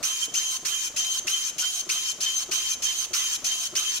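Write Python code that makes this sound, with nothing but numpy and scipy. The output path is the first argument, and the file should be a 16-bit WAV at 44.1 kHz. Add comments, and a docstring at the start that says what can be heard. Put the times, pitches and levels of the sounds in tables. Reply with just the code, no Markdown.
"""On a workbench in a small room, a dot matrix printer prints thirteen lines, right and left in turn.
Its pins hammer paper and platen, and the impacts excite short resonances: a harsh rasp. Their periodic
part is a whine at the column rate, which rises as the carriage gathers speed. The motor hums along.
Between lines the paper steps on while the carriage brakes and turns with a knock.
The room reverberates over a steady background noise, and a deep rumble swells in the second half."""
import sys
import numpy as np
from scipy import signal
from scipy.fft import rfft, irfft
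from scipy.io import wavfile

SR = 44100
rng = np.random.default_rng(int(sys.argv[2]) if len(sys.argv) > 2 else 0)


def dump(signal):
    """Clip the signal to [-1, 1] and save it as 16-bit WAV at the path in sys.argv[1]."""
    limited = np.clip(np.atleast_2d(signal).T, -1, 1)
    pcm = np.round(limited * 32767).astype(np.int16)
    wavfile.write(sys.argv[1], SR, pcm)


N = 176400
T = np.arange(N) / SR
LINE_S, COLUMN_HZ = 0.2307, 3123.0   # length of a line; column rate at full speed
EAR_LAG_S, LOW_PAN_DB = 0.00082, 3   # delay at the right ear; leftward lean of the low sounds


def from_db(db):
    """Amplitude ratio of a level in decibels."""
    return 10 ** (np.asarray(db) / 20)


def unit_rms(x):
    """Normalisation to unit mean power."""
    return x / np.sqrt(np.mean(x ** 2) + 1e-20)


def panned(db):
    """Interaural level difference as two gains; positive favours the left."""
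    return from_db(np.array([[.5], [-.5]]) * db)


def drift(rate_hz):
    """Low-passed Gaussian noise: a random modulator of unit rms."""
    pole = np.exp(-2 * np.pi * rate_hz / SR)
    return unit_rms(signal.lfilter([1], [1, -2 * pole, pole * pole], rng.standard_normal(N + SR))[SR:])


def tone(cycles):
    """A sinusoid of unit rms with slight random phase modulation."""
    return np.sqrt(2) * np.sin(2 * np.pi * cycles + 0.44 * drift(23))


def coloured(x, points):
    """Zero-phase filtering by a curve of (frequency_hz, gain_db) points."""
    hz, db = np.transpose(points)
    bins_hz = np.maximum(np.fft.rfftfreq(2 * N, 1 / SR), 1)
    gain = from_db(np.interp(np.log(bins_hz), np.log(hz), db))
    return irfft(rfft(x, 2 * N) * gain)[..., :N]


def below(x, hz):
    """Zero-phase low-pass filtering."""
    return signal.sosfiltfilt(signal.butter(4, hz, fs=SR, output="sos"), x)


def ringing(nominal_t60_s):
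    """Dense damped modes: a stereo impulse response of unit energy and even spectrum."""
    t = np.arange(SR // 2) / SR
    decay = from_db(-60 * t / nominal_t60_s)
    spectrum = rfft(rng.standard_normal((2, len(t))) * decay)
    response = irfft(spectrum / np.abs(spectrum)) * np.sqrt(decay)
    return response / np.sqrt(np.sum(response ** 2, axis=1, keepdims=True))


def through(x, response):
    """Convolution with an impulse response."""
    return signal.fftconvolve(np.atleast_2d(x), response, axes=1)[:, :N]


def stereo_noise(colour):
    """Filtered noise, largely coherent between the ears and leaning left."""
    mid, side = coloured(rng.standard_normal((2, N)), colour)
    return unit_rms(mid + from_db(-11.5) * side * [[1], [-1]]) * panned(LOW_PAN_DB)


def shudder(events, rise_s=0.0055, fall_s=0.021):
    """Envelope of damped vibration: exponential rise and decay about each (peak_s, level_db)."""
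    return sum(from_db(db) * np.exp(-np.maximum((s - T) / rise_s, (T - s) / fall_s)) for s, db in events)


# spectrum of the background: frequency_hz, gain_db
BACKGROUND_COLOUR = [(30, -23), (45, 4), (60, -13.5), (130, -7), (350, -5.5), (550, -17), (1200, -7.5),
                     (6300, -6), (8500, -11), (15000, -52)]

def background():
    """Stationary broadband noise, densest in the bass."""
    return from_db(-50) * stereo_noise(BACKGROUND_COLOUR)


# carriage turns, left and right end alternately: peak_s, level_db
TURNS = [(.008, -40), (0.32, -44.5), (0.631, -45.5), (.943, -46.5), (1.252, -45), (1.567, -46),
         (1.87, -45.5), (2.187, -43.5), (2.493, -42), (2.803, -43.5), (3.111, -43.5), (3.425, -43.5),
         (3.732, -43.5)]
# spectrum of the knock: frequency_hz, gain_db
KNOCK_COLOUR = [(60, -5), (160, 0.5), (270, -1.5), (360, 2), (470, -2.5), (620, 3.5), (900, -9),
                (1300, -0.5), (2200, -43), (6000, -28)]

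def turns(frame_hz=361.7, frame_from_s=1.2):
    """Impact excitation: each turn knocks, and the later ones at the left end ring a frame mode."""
    left_turns = [(s, db) for s, db in TURNS[::2] if s > frame_from_s]
    frame = shudder(left_turns) * tone(frame_hz * T)
    return shudder(TURNS) * stereo_noise(KNOCK_COLOUR) + frame * panned(LOW_PAN_DB)


# printed lines, rightward first: start_s, platen_db, paper_db, pin_hiss_db, chirp_db
LINES = [(0.027, 1, -3, 0.5, -37), (0.338, -1, -2, 0, -43.5), (0.648, 0.5, -3.5, 0, -37),
         (0.96, -1.5, 0, -0.5, -43), (1.268, 0, -1.5, -0.5, -34.5), (1.580, -3, -0.5, 0, -43.5),
         (1.889, 0.5, 0.5, -0.5, -33.5), (2.203, -1, 0, -1.5, -51), (2.510, 2, 1, 0.5, -39.5),
         (2.820, -0.5, 0, -0.5, -48), (3.131, 3.5, 0, 1.5, -39), (3.441, -1.5, 0, -0.5, -42),
         (3.751, 2.5, 0, 0, -36)]

def carriage(speed_up_s=0.027, release_s=0.0054):
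    """Speed integrates to distance. Gives line index, time into it, columns passed, firing envelope."""
    starts = np.array(LINES)[:, 0]
    line = np.maximum(np.searchsorted(starts, T, side="right") - 1, 0)
    age = T - starts[line]
    speed = 1 - 0.41 * np.clip(1 - age / speed_up_s, 0, 1) ** 1.5
    attack_s = np.where(line % 2, 0.0022, 0.0015)   # leftward lines begin more softly
    firing = np.clip(age / attack_s, 0, 1) ** .5 * np.exp(-np.maximum(age - LINE_S, 0) / release_s)
    return line, age, np.cumsum(speed) * COLUMN_HZ / SR, firing


# the nine columns of a character: mean_strength
COLUMN_INK = [0.82, 0.99, 0.69, 0.76, 0.2, 0.16, 1, 0.23, 0.065]

def pin_strikes(columns, jitter_s=0.00002, saturation=0.55):
    """An impulse train at columns and half columns carries the uneven part of the dot pattern."""
    half_columns = np.floor(2 * columns).astype(int)
    at = np.flatnonzero(np.diff(half_columns))
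    step, width = half_columns[at], len(COLUMN_INK)
    scatter, weight, lateness = rng.standard_normal((3, N))
    ink = np.array(COLUMN_INK) - np.mean(COLUMN_INK)
    strength = np.where(step % 2, 0.4 * scatter[step], ink[step // 2 % width] + 0.62 * scatter[step])
    character_gain = from_db(-0.7 * weight[step // (2 * width)])
    at = np.clip(at + np.round(jitter_s * SR * lateness[step]).astype(int), 0, N - 1)
    clicks = np.zeros(N)
    clicks[at] = np.tanh(strength / saturation) * character_gain
    return unit_rms(clicks)


# spectra of the strikes at each ear: frequency_hz, gain_db
RASP_LEFT = [(250, -47.5), (800, -24), (1200, -17), (1550, -15.5), (1950, -21), (2500, -9.5), (3050, -10),
             (3800, -6.5), (4600, -11), (5500, -2.5), (6500, 1), (7100, -4), (7700, -14), (9300, -17.5),
             (12500, -21), (15000, -28)]
RASP_RIGHT = [(250, -40), (800, -27.5), (1200, -17.5), (1550, -13), (1950, -17.5), (2500, -14.5),
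              (3050, -3.5), (3700, -7.5), (4300, -1), (5500, -9.5), (6500, 3), (7100, -2), (7700, -7.5),
              (9300, -8.5), (12500, -11), (15000, -18.5)]
# envelopes along a line, of all strikes and of the platen band: age_s, gain_db
STRIKE_SHAPE = [(0, -27.5), (.025, -28), (.06, -31), (.125, -33.5), (.19, -31.5), (.235, -31.5)]
PLATEN_SHAPE = [(0, -2.5), (.06, 5), (.09, 6), (.125, 0.5), (.235, -0.5)]

def rasp(line, age, columns, level, places=7, platen_top_hz=3150, paper_top_hz=5000):
    """Impacts excite modes of head, paper and platen; the response depends on the point struck."""
    clicks = pin_strikes(columns) * level
    travel = np.clip(age / LINE_S, 0, 1)
    place = np.where(line % 2, 1 - travel, travel) * (places - 1)
    crossfades = (np.cos(np.pi / 2 * np.clip(place - k, -1, 1)) for k in range(places))
    body = sum(through(clicks * fade, ringing(nominal_t60_s=0.02)) for fade in crossfades)
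    left, right = body + from_db(-11) * clicks   # the bare clicks add a crack
    right = np.interp(T - EAR_LAG_S, T, right)
    strikes = np.array([coloured(left, RASP_LEFT), coloured(right, RASP_RIGHT)])
    strikes = unit_rms(strikes) * np.sqrt(np.mean(level ** 2)) * from_db(2)
    _, platen_db, paper_db, hiss_db, _ = np.array(LINES)[line].T
    low, low_and_mid = below(strikes, platen_top_hz), below(strikes, paper_top_hz)
    platen = low * from_db(platen_db + np.interp(age, *np.transpose(PLATEN_SHAPE)))
    paper = (low_and_mid - low) * from_db(paper_db)
    pin_hiss = (strikes - low_and_mid) * from_db(hiss_db)
    return platen + paper + pin_hiss


# partials of the character rate, relative to the strikes: harmonic, rightward_db, leftward_db
BUZZ_PARTIALS = [(7, -19.5, -25), (12, -21, -19), (16, -23.5, -31), (19, -30, -19)]

def buzz(line, age, columns, bright_harmonic=16):
    """Evenly spaced characters give harmonics of their rate, at unrelated phases in the two ears."""
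    characters = columns / len(COLUMN_INK)
    place = np.where(line % 2, 1 - age / LINE_S, age / LINE_S)
    bloom_db = 14.5 * np.exp(-((place - 0.83) / 0.091) ** 2)   # near the right end of the track
    partials = np.zeros((2, N))
    for harmonic, rightward_db, leftward_db in BUZZ_PARTIALS:
        level_db = np.where(line % 2, leftward_db, rightward_db) + 2 * drift(30)
        level = from_db(level_db + bloom_db * (harmonic == bright_harmonic))
        partials += level * np.array([tone(harmonic * characters + phase) for phase in rng.random(2)])
    return partials * panned(3.5)


def whine_partial(cycles):
    """Random amplitude and phase modulation make a partial flutter and wander between the ears."""
    flutter = 1 + 0.4 * (drift(43) + 1j * drift(68))
    side = from_db(-3) * np.exp(1j * (np.pi / 2 + 1.3 * drift(14)))
    carrier = np.exp(1j * (2 * np.pi * cycles + 0.38 * drift(9.9)))
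    return np.sqrt(2) * np.real(flutter * (1 + side * np.array([[1], [-1]])) * carrier)


# relative level curves of the fluttering whine along each line: time_s, fundamental_db, octave_db
WHINE_CURVES = [
    [(0.046, -49, -22.5), (0.122, -35.5, -36), (0.18, -48, -40), (0.236, -25, -40), (0.258, -39, -44)],
    [(0.358, -26, -30.5), (0.388, -30, -23), (0.44, -44, -46), (0.462, -34.5, -28), (0.57, -40, -38)],
    [(0.665, -41, -20), (0.725, -31, -44), (0.743, -28.5, -32.5), (0.837, -43, -34), (0.877, -42, -46)],
    [(0.98, -33.5, -28), (1.074, -33, -37), (1.126, -36, -26.5), (1.158, -31, -62), (1.192, -66, -24)],
    [(1.287, -53, -42), (1.31, -38, -32), (1.333, -31, -28), (1.349, -27.5, -42), (1.463, -43, -26.5),
     (1.499, -55, -44)],
    [(1.599, -33, -16), (1.622, -34, -31), (1.643, -26.5, -49), (1.675, -33, -50), (1.719, -42, -78),
     (1.749, -56, -29), (1.811, -35, -35)],
    [(1.912, -34, -17), (1.938, -39, -31), (1.96, -34.5, -36), (2.074, -39.5, -40), (2.098, -30.5, -30),
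     (2.122, -68, -42)],
    [(2.221, -24, -22), (2.239, -34.5, -27), (2.265, -25, -50), (2.383, -47, -23), (2.433, -39, -66)],
    [(2.528, -39, -28), (2.66, -35, -37), (2.676, -33, -45), (2.72, -44, -24), (2.742, -60, -46)],
    [(2.841, -46, -25), (2.879, -25.5, -30), (2.965, -43, -42.5), (3.003, -41, -24), (3.052, -42, -64)],
    [(3.149, -54, -23.5), (3.275, -31, -36), (3.291, -45, -46), (3.335, -42, -26), (3.362, -65, -45)],
    [(3.46, -43.5, -26), (3.522, -27, -36), (3.584, -60, -42), (3.604, -53, -24.5), (3.672, -46, -49)],
    [(3.769, -59, -17), (3.785, -29, -25), (3.845, -49, -41), (3.873, -27, -27.5), (3.982, -72, -41)],
]
# octave of the opening chirp: rightward_db, leftward_db
CHIRP_OCTAVE = [-36.5, -41]
# upper partials, relative to the strikes: harmonic, level_db, pan_db
OVERTONES = [(3, -28, -7), (4, -33, -7)]

def whine(line, age, columns, firing, strike_level, settle_s=0.032):
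    """Periodic impacts sound harmonics of the column rate, chirping upward as the carriage speeds up."""
    settled = firing * np.clip(age / settle_s, 0, 1) ** 2
    chirp = np.exp(-((age - 0.015) / 0.01) ** 2) * (1 + 0.75 * drift(520))
    fundamental_chirp = chirp * from_db(np.array(LINES)[line, -1])
    octave_chirp = chirp * from_db(np.array(CHIRP_OCTAVE)[line % 2])
    time_s, fundamental_db, octave_db = np.vstack(WHINE_CURVES).T
    fundamental = settled * from_db(np.interp(T, time_s, fundamental_db) - 3.8)
    octave = settled * from_db(np.interp(T, time_s, octave_db) - 4.5)
    sound = settled * steady_whine(columns)
    sound += (fundamental + fundamental_chirp) * whine_partial(columns)
    sound += (octave + octave_chirp) * whine_partial(2 * columns)
    for harmonic, db, pan_db in OVERTONES:
        sound += from_db(db) * strike_level * whine_partial(harmonic * columns) * panned(pan_db)
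    return sound


def steady_whine(columns):
    """Interaural delay: the steady part of the pin whine at the column rate reaches the right ear late."""
    steady = tone(columns) * from_db(-38 + 2 * drift(30))
    return np.array([steady, np.interp(T - EAR_LAG_S, T, steady)])


# tones of the running carriage: pitch_hz, rightward_db, leftward_db
MOTOR_TONES = [(361.5, -63, -65.5), (705, -83, -58), (1042, -58.5, -57.5)]
# resonances that sing out briefly: peak_s, pitch_hz, level_db
RESONANCES = [(.556, 1040, -47.5), (1.175, 1040, -50), (.74, 1700, -48), (1.635, 1460, -42),
              (3.2, 2000, -46.5)]

def motor(line, firing, swell_s=0.021):
    """Machine vibration: wavering tones, balanced by direction of travel, and brief resonances."""
    tones = np.zeros(N)
    for hz, rightward_db, leftward_db in MOTOR_TONES:
        level = from_db(np.where(line % 2, leftward_db, rightward_db) + 3 * drift(50))
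        tones += level * np.sin(2 * np.pi * hz * T + 1.27 * drift(11.4))
    swells = sum(from_db(db) * np.exp(-((T - s) / swell_s) ** 2) * tone(hz * T)
                 for s, hz, db in RESONANCES)
    return (tones + swells * (1 + .5 * drift(130))) * firing * panned(4.5)


# spectrum of the paper feed: frequency_hz, gain_db
FEED_COLOUR = [(80, -5), (200, 8.5), (450, 9), (800, 8), (1500, -1.5), (4000, -46)]

def paper_feed(age, peak_s=0.255, half_width_s=0.02, step_hz=464.5):
    """Motor steps roll the paper on after each line: noise amplitude-modulated at the step rate."""
    envelope = from_db(-53.5) * np.exp(-((age - peak_s) / half_width_s) ** 2)
    steps = 1 + 0.92 * np.sin(2 * np.pi * step_hz * age)
    return envelope * steps * stereo_noise(FEED_COLOUR)


# braking at the right end: peak_s, level_db
BRAKES = [(.282, -45.5), (.903, -51), (1.518, -57), (2.152, -52), (2.768, -53), (3.388, -53)]
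# modes of the clunk: pitch_hz, gain_db
BRAKE_MODES = [(290, -4.5), (455, -4.5)]

def brakes():
    """The braking carriage excites two damped modes: a clunk."""
    modes = sum(from_db(db) * tone(hz * T) for hz, db in BRAKE_MODES)
    return shudder(BRAKES) * modes * panned(LOW_PAN_DB)


# spectrum of the reverberation: frequency_hz, gain_db
ROOM_COLOUR = [(1000, 3), (3100, 0.5), (4200, -5), (6500, 3), (8500, -1.5), (11500, -2)]

def room(direct, delay_s=0.0069):
    """Reverberation: diffuse reflections follow the direct sound after a short delay."""
    response = np.pad(ringing(nominal_t60_s=1), ((0, 0), (int(delay_s * SR), 0)))
    return from_db(-11) * coloured(through(direct, response), ROOM_COLOUR)


# swell of the deep rumble: time_s, level_db
RUMBLE_SWELL = [(1.3, -85), (2.2, -66.5), (2.9, -60), (4, -79)]
# its spectrum: frequency_hz, gain_db
RUMBLE_COLOUR = [(30, -34), (47, -7), (70, -12.5), (250, -36)]

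def deep_rumble():
    """Low-frequency noise under a slow envelope."""
    return from_db(np.interp(T, *np.transpose(RUMBLE_SWELL))) * stereo_noise(RUMBLE_COLOUR)


def scene():
    """Superposition of the printer, its reverberation and the background."""
    line, age, columns, firing = carriage()
    strike_level = firing * from_db(np.interp(age, *np.transpose(STRIKE_SHAPE)))
    head = rasp(line, age, columns, strike_level) + strike_level * buzz(line, age, columns)
    head += whine(line, age, columns, firing, strike_level)
    printer = head + motor(line, firing) + turns() + brakes() + paper_feed(age)
    return printer + room(printer) + background() + deep_rumble()


def record(dry):
    """Band limiting: a steep elliptic low-pass at 15.8 kHz."""
    return signal.sosfilt(signal.ellip(12, .2, 80, 15800, fs=SR, output="sos"), dry)


dry = scene()
out = record(dry)
dump(out)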